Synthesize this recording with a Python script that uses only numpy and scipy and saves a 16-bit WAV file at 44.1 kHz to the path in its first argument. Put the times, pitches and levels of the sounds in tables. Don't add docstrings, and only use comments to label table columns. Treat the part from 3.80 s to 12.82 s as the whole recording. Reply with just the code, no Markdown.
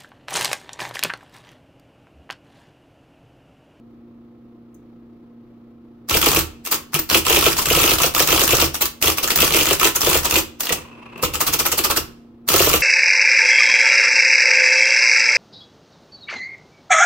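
import sys
import numpy as np
from scipy import signal
from scipy.fft import rfft, irfft, next_fast_len
from scipy.io import wavfile
from scipy.ndimage import uniform_filter1d, map_coordinates

SR = 44100
rng = np.random.default_rng(int(sys.argv[2]) if len(sys.argv) > 2 else 0)


def volts_from_db(level):
    exponent = np.asarray(level, float) / 20
    return 10 ** exponent


def file_out(sig):
    cols = np.atleast_2d(sig).T
    lim = np.clip(cols, -1, 1)
    pcm = np.round(lim * 32767).astype(np.int16)
    wavfile.write(sys.argv[1], SR, pcm)


N = 397782

SHAFT_HZ = 29.38
PLAY_S, PLAY_DB = 0.0005, 1.5

# (frequency [Hz], width [Hz], level [dB])
CASING_MODES = [(2050, 810, -12), (2697, 505, 0), (3003, 162, 3.5), (3295, 560, -4)]
# (head lands [s], landing level [dB], clatter level [dB], relative casing ring [dB])
TYPED_LETTERS = [(2.35, -8.5, -10, 2.5), (2.467, -6, -9.5, 3), (2.57, -8.5, -8.5, 0), (3.352, -7, -9, 2),
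                 (3.505, -9.5, -11.5, 2), (3.569, -8.5, -9.5, 1.5), (3.664, -5, -9.5, 1),
                 (3.909, -5.5, -10, 0.5), (3.972, -8, -10.5, 0), (4.04, -10, -9.5, 2), (4.116, -8.5, -9, 2),
                 (4.241, -8, -8.5, -0.5), (4.403, -6, -8, -2), (4.527, -8, -9, 0.5), (4.617, -11, -9, -0.5),
                 (4.731, -3.5, -9.5, -0.5), (4.823, -6.5, -9.5, 0.5), (5.281, -12, -9, 0.5),
                 (5.627, -8, -8, 0.5), (5.746, -12, -9.5, 1), (5.811, -16.5, -11, 2.5),
                 (5.91, -6.5, -10, 0.5), (6.053, -11, -8, 1.5), (6.271, -6, -9.5, 0.5),
                 (6.353, -7.5, -9.5, -0.5), (6.564, -15.5, -10.5, 2), (8.741, -4, -10, -2),
                 (8.803, -4.5, -8.5, -1.5), (8.871, -6, -9.5, -1), (8.938, -5.5, -9.5, 1.5)]
# (pawl drops [s], level [dB], delay until the carrier settles [s], settling level [dB])
SINGLE_SPACES = [(2.9231, -7.5, 0.021, -11), (3.7908, -8.5, .028, -10.5), (5.0191, -8, 0.037, -15),
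                 (5.4384, -7.5, 0.038, -10.5), (6.159, -8.5, .049, -14), (6.4554, -8, 0.042, -17)]


def unit(x):
    return x / np.sqrt(np.mean(x ** 2) + 1e-20)


def along(points, hz):
    f, v = np.transpose(points)
    return np.interp(np.log(hz + 1), np.log(f + 1), v)


def curves(rows):
    s, *cols = np.transpose(rows)
    t = np.arange(N) / SR
    return [np.interp(t, s, c, -120, -120) for c in cols]


def wobble(rate):
    knots = rng.standard_normal(int(N * rate / SR) + 4)
    return map_coordinates(knots, [np.arange(N) * rate / SR], order=1)


def filtered(x, response):
    m = next_fast_len(N + SR // 4, True)
    return irfft(rfft(x, m) * response(np.fft.rfftfreq(m, 1 / SR)), m)[..., :N]


def modes(table):
    def response(f):
        total = 0
        for k, (centre, width, db) in enumerate(table):
            peak = 1j * f * width / (centre * centre - f * f + 1j * f * width)
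            total = total + (-1) ** k * volts_from_db(db) * peak
        return total
    return response


def spread(pair, gain):
    # (frequency [Hz], left-right likeness [0 to 1])
    likeness = [(60, 0.86), (380, 0.82), (950, 0.37), (2400, 0.41), (5000, 0.059), (9000, 0)]
    turn = lambda hz: np.arccos(np.clip(along(likeness, hz), -1, 1)) / 2
    mid, side = filtered(pair, lambda hz: gain(hz) * np.array([np.cos(turn(hz)), np.sin(turn(hz))]))
    return np.array([mid + side, mid - side])


def stereo_noise(spectrum):
    return unit(spread(rng.standard_normal((2, N)), lambda hz: volts_from_db(along(spectrum, hz))))


def dying(times, dbs, t60):
    power = np.bincount((times * SR).astype(int), volts_from_db(2 * dbs), N)[:N]
    return np.sqrt(np.abs(signal.lfilter([1], [1, -volts_from_db(-120 / (t60 * SR))], power)))


def leading(times, dbs, t60):
    return dying((N - 1) / SR - times, dbs, t60)[::-1]


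def rung(table, envelope):
    response = modes(table)
    gain = np.sqrt(np.mean(np.abs(response(np.fft.rfftfreq(SR, 1 / SR))) ** 2))
    return spread(envelope * rng.standard_normal((2, N)), response) / gain


def motor(touch):
    # (multiple of the shaft speed, level [dB])
    shaft_tones = [(120 / SHAFT_HZ, -59), (8, -47), (9, -62), (10, -59), (11, -60), (12, -59), (16, -68),
                   (17, -69), (24, -72), (29, -80), (36, -79), (44, -81)]
    # (frequency [Hz], level [dB per Hz])
    whirr_spectrum = [(20, -13.5), (80, -5.5), (190, -8), (330, -3.5), (450, -10.5), (750, -19.5),
                      (1320, -21.5), (1500, -28), (4000, -37), (8500, -53), (11000, -49.5), (13500, -45),
                      (15800, -47)]
    turns = np.cumsum(SHAFT_HZ * (1 + 0.0011 * wobble(9))) / SR
    hum = 0
    for multiple, db in shaft_tones:
        tone = np.sin(2 * np.pi * (multiple * turns + rng.random()))
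        hum = hum + volts_from_db(db + 3.5 + 1.3 * wobble(17)) * tone
    s, db, *_ = touch
    dip_db = -4 * np.tanh(300 * dying(s, db, t60=0.18))
    beat = 1 + 0.13 * np.sin(2 * np.pi * turns)
    whirr = volts_from_db(-53.0 + 0.57 * wobble(21.0)) * beat * stereo_noise(whirr_spectrum)
    return volts_from_db(dip_db) * hum * volts_from_db([[-0.2], [0.2]]) + whirr


def springs():
    # (time [s], level [dB])
    idle_ticks = [(.944, -48), (.949, -50)]
    # (time [s], level [dB], pitch [Hz], time to fade 60 dB [s])
    lone_rings = [(2.946, -22, 13000, .04), (3.146, -22.5, 153, 0.18), (3.194, -8, 14650, 0.046),
                  (3.19, -36, 9520, 0.062), (3.198, -24.5, 320, 0.19), (5.558, -6, 14760, 0.036),
                  (6.895, -16, 1935, 0.041), (7.432, -14, 500, 0.099)]
    tick_spectrum = [(4800, -30), (6000, 3), (10000, -10), (13000, -5)]  # (Hz, dB)
    tick = dying(*np.transpose(idle_ticks), t60=0.017) * stereo_noise(tick_spectrum)
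    out = np.zeros((2, N + SR))
    t = np.arange(SR // 4) / SR
    for s, db, hz, t60 in lone_rings:
        drift = np.cumsum(rng.normal(0, hz * 1.5e-6, (2, len(t))), axis=1)
        start = round(s * SR)
        out[:, start:start + len(t)] += volts_from_db(db - 60 * t / t60) * np.sin(2 * np.pi * hz * t + drift)
    return out[:, :N] + tick


def echoes():
    # (frequency [Hz], time to fade 60 dB [s])
    fade_times = [(150, 0.95), (600, 0.23), (3000, 0.21), (15000, 0.19)]
    hz, t, z = signal.stft(rng.standard_normal((2, SR // 2)), SR, nperseg=256)
    early = volts_from_db(-60 * t / along(fade_times, hz)[:, None])
    late = volts_from_db(-10 - 60 * t / 0.55) / (1 + (hz / 4000) ** 2)[:, None]
    dry_bass = (hz / (hz + 700))[:, None]
    tail = signal.istft(z * (early + late) * dry_bass, SR, nperseg=256)[1]
    tail = 0.42 * tail[0] + tail * [[0.3], [0.8]]
    return tail / np.linalg.norm(tail, axis=1, keepdims=True)


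def room(x):
    place = np.sign(wobble(25)) * np.pi / 4 + np.pi / 4
    late = np.pad(x, ((0, 0), (130, 0)))[:, :N]
    shares = (np.cos(place), np.sin(place))
    return sum(signal.oaconvolve(late * share, echoes(), axes=1)[:, :N] for share in shares)


def played(times, dbs, pattern, snap_db, casing_db=0):
    ds, ddb, ring_db = np.transpose(pattern)
    play = rng.standard_normal((len(times), 3, len(ds)))
    s = times[:, None] + ds + PLAY_S * play[:, 0]
    db = dbs[:, None] + ddb + PLAY_DB * play[:, 1]
    ring = ring_db + casing_db + PLAY_DB * play[:, 2]
    return np.reshape([s, db, ring, snap_db + 0 * db], (4, -1))


def steps():
    single = [row[:2] for row in SINGLE_SPACES]
    run = [(7.6138 + 0.06197 * k, -7) for k in range(10)]  # (s, dB)
    return np.transpose(single + run)


def contacts():
    sharpness = dict(trip=10, head=7, cam=-2.5, pawl=-5, other=4)
    # (time [s], level [dB])
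    key_trips = [(2.2969, -9.5), (2.416, -5.5), (2.5171, -5), (3.1429, -6.5), (3.3002, -5.5), (3.467, -8.5),
                 (3.612, -12), (3.858, -7.5), (4.1844, -9), (4.349, -7), (4.4754, -4.5), (4.5614, -6.5),
                 (4.679, -4), (4.7685, -7), (5.2252, -4), (5.5752, -9), (5.678, -4), (5.8572, -7),
                 (5.9976, -9.5), (6.2178, -10), (6.2993, -6), (6.5099, -6.5), (8.6875, -3.5)]
    # (time from the trip [s], level from it [dB], relative casing ring [dB])
    trip_pattern = [(-.009, -20, -9), (0, -6, -4)]
    # (time from landing [s], level from the clatter [dB], relative casing ring [dB])
    cycle_pattern = [(-.053, -9.5, 2.5), (-.039, -4, 2.5), (-.022, 0.5, -2.5), (-.007, -1, 3.5),
                     (0.013, -6.5, -10), (.021, 1, -15), (.04, -7, -12.5)]
    # same columns, [s], [dB], [dB]
    head_pattern = [(0, -3, 2.5)]
    # (time [s], level [dB])
    bar_presses = [(2.8515, -22.5), (3.721, -15), (4.9447, -17), (5.374, -15.5), (7.546, -15)]
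    # (time from the press [s], level from it [dB], relative casing ring [dB])
    bar_pattern = [(0, -1, -8), (.0095, 3.5, -1.5)]
    # (time from the drop [s], level from it [dB], relative casing ring [dB])
    pawl_pattern = [(-.008, -4.5, -5), (-.004, -8.5, -15), (0, -3.5, -15), (.004, -4, -1.5)]
    # (time [s], level from it [dB], relative casing ring [dB])
    settle_pattern = [(0, -1.5, -11.5), (.009, -10.5, -8)]
    # (time [s], peak level [dB], relative casing ring [dB])
    stray_keys = [(2.8734, -19.5, -2), (3.1222, -42, 2), (3.15, -17.5, 9), (3.1614, -18, -7),
                  (3.191, -15.5, -17), (3.196, -19.5, -20), (3.7119, -18.5, -17), (3.768, -13.5, -4),
                  (5.505, -7, 0), (5.5181, -13, -12.5), (5.5588, -8.5, -10.5), (6.433, -18.5, -6),
                  (9.0069, -15.5, -9)]
    # (time [s], peak level [dB],
    # relative casing ring [dB])
    return_clicks = [(6.7984, -33, -22), (6.8068, -10.5, -11), (6.834, -18, -5), (6.856, -18.5, -8),
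                     (6.87, -20.5, 5), (6.8932, -17.5, 8), (6.899, -29.5, 17), (6.924, -11.5, -3),
                     (6.9287, -10.5, -7), (7.379, -38.5, 2), (7.427, -15, -4), (7.4371, -10, 0.5),
                     (7.452, -16, 2.5), (7.538, -19, 0)]
    s, _, clatter_db, casing_db = np.transpose(TYPED_LETTERS)
    drop, _, later, settle_db = np.transpose(SINGLE_SPACES)
    casing_db = casing_db[:, None]
    other = sharpness["other"]
    single = [(*row, other) for row in stray_keys + return_clicks]
    return np.hstack([
        played(*np.transpose(key_trips), trip_pattern, sharpness["trip"]),
        played(*steps(), pawl_pattern, sharpness["pawl"]),
        played(s, clatter_db, cycle_pattern, sharpness["cam"], casing_db),
        played(s, clatter_db, head_pattern, sharpness["head"], casing_db),
        played(*np.transpose(bar_presses), bar_pattern, other),
        played(drop + later, settle_db, settle_pattern, other),
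        np.transpose(single)])


def patchy(x, depth_db):
    z = signal.stft(x, nperseg=128)[2]
    field = uniform_filter1d(rng.standard_normal(z.shape[1:]), size=3, axis=0)
    field = uniform_filter1d(field, size=6, axis=1)
    return unit(signal.istft(z * volts_from_db(depth_db * unit(field)), nperseg=128)[1][:, :N])


def chatter(spike_db):
    return unit(volts_from_db(spike_db * wobble(900)))


def steel(touch):
    # (frequency [Hz], level [dB per Hz])
    steel_spectrum = [(410, -11), (700, -8), (1290, -3), (1550, -8.5), (1830, -8.5), (2890, -16.5),
                      (4330, -6.5), (6310, -6), (11000, -11), (14300, -3.5), (15700, -7.5)]
    # (frequency [Hz], width [Hz], level [dB])
    cover_modes = [(320, 55, 5), (500, 100, -2.5), (830, 160, -6.5)]
    s, db, ring_db, snap_db = touch
    scrape = volts_from_db(-7.0) * leading(s, db, t60=0.026)
    crack = volts_from_db(-5) * dying(s, db + snap_db, t60=0.0051)
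    rattle = volts_from_db(-6) * dying(s, db, t60=0.084) * chatter(spike_db=1.5)
    bright = (scrape + crack + rattle) * patchy(stereo_noise(steel_spectrum), depth_db=3)
    hardest = volts_from_db(-9) * dying(s, db + 1.5 * snap_db, t60=0.002) * rng.standard_normal(N)
    bright = bright + filtered(hardest, lambda hz: 1j * hz / (1500 + 1j * hz))
    db = db + ring_db
    push = volts_from_db(-14.0) * leading(s, db, t60=0.013)
    push = push + volts_from_db(-2.5) * dying(s, db, t60=0.003)
    push = push + volts_from_db(-13) * dying(s, db, t60=0.12)
    cover_push = volts_from_db(-17) * dying(s + 0.0098, db, t60=0.16)
    return bright + rung(CASING_MODES, push) + rung(cover_modes, cover_push)


def landings():
    # (relative frame ring [dB], relative desk boom [dB])
    landing = (-11, -23.5)
    # (time from landing [s], level [dB], frame ring [dB], desk boom [dB])
    cam = (-.04, -19.5, 4.5, -12)
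    # (time from the drop [s], level from it [dB], frame ring [dB], desk boom [dB])
    stop = (.005, -12.5, -0.5, -18.5)
    # (time [s], peak level [dB], relative frame ring [dB], desk boom [dB])
    thuds = [(3.152, -36.5, 19, 0), (5.562, -25.5, -1, -9), (6.904, -12, -5, -23), (7.432, -20.5, 4.5, -7),
             (8.176, -15, -21.5, -33)]
    heads = [(s, db, *landing) for s, db, _, _ in TYPED_LETTERS]
    cams = [(s + cam[0], *cam[1:]) for s, *_ in TYPED_LETTERS]
    stops = [(s + stop[0], db + stop[1], *stop[2:]) for s, db in steps().T]
    rows = np.transpose(heads + cams + stops + thuds)
    play = rng.standard_normal(rows.shape)
    return rows + PLAY_DB * play * [[0], [0], [1], [1]]


def blows(hit):
    # (frequency [Hz], width [Hz], level [dB])
    roller_modes = [(320, 95, -1), (465, 170, 3), (740, 200, -8)]
    # (frequency [Hz], width [Hz], level [dB])
    frame_modes = [(1065, 130, -1.5), (1327, 100, 2)]
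    s, db, frame_db, _ = hit
    at = ((s + 0.00183) * SR).astype(int)
    rebound = at + (SR * (0.00463 + 0.0033 * rng.random(len(s)))).astype(int)
    push = np.bincount(at, volts_from_db(db), N) - 0.72 * np.bincount(rebound, volts_from_db(db), N)
    spot = volts_from_db(1.3 * np.array([wobble(30) for _ in roller_modes]))

    def each_mode(f):
        soft = 1 + 1j * f / 1500
        return np.array([(-1) ** k * modes([mode])(f) / soft for k, mode in enumerate(roller_modes)])

    roller = volts_from_db(32.5) * filtered(spot * push, each_mode).sum(axis=0)
    edge = np.bincount(at, volts_from_db(db + frame_db), N)
    hard = lambda f: volts_from_db(26.5) * modes(frame_modes)(f) + volts_from_db(15.5) * modes(CASING_MODES)(f)
    knock = roller + filtered(edge, hard)
    frame = rung(frame_modes, volts_from_db(-5) * dying(s + 0.00033, db + frame_db, t60=0.062))
    return knock + frame * volts_from_db([[-2.2], [2.2]])


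def shaking(hit):
    # (frequency [Hz], width [Hz], level [dB])
    desk_modes = [(34.4, 21, -4.5), (75.8, 13.4, 4), (149.7, 27.4, -2)]
    s, db, _, desk_db = hit
    return rung(desk_modes, volts_from_db(0.5) * dying(s, db + desk_db, t60=0.51)) * volts_from_db([[-1.1], [1.1]])


def slide():
    # (time [s], level [dB])
    glide = [(6.97, -42.5), (7.1, -45.5), (7.3, -45), (7.43, -37.5)]
    # (frequency [Hz], width [Hz], level [dB])
    rail_modes = [(150, 68, 6), (469, 170, 3), (1050, 260, 3), (2640, 200, 3), (4480, 2500, -22)]
    turn = 2 * np.pi * SHAFT_HZ * np.arange(N) / SR
    bump = np.exp(0.4 * np.sin(turn + 0.8 * wobble(12)))
    return rung(rail_modes, volts_from_db(curves(glide)[0] + 3.5 * wobble(150)) * unit(bump))


def scene():
    touch, hit = contacts(), landings()
    machine = springs() + steel(touch) + blows(hit) + slide()
    return motor(touch) + machine + volts_from_db(-6.0) * room(machine) + shaking(hit)


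def low_pass(x):
    return signal.sosfilt(signal.butter(12, 16860, fs=SR, output="sos"), x)


def record(dry):
    full = dry / (1 + np.abs(dry) ** 6) ** (1 / 6)
    full[0, 2:] = full[0, :-2].copy()
    top_hz = 16050
    cut = lambda hz: volts_from_db(np.interp(hz, [top_hz - 250, top_hz, top_hz + 500], [0, -34, -55]))
    mix = filtered(full, cut)
    return low_pass(mix)


dry = scene()
out = record(dry)
file_out(out)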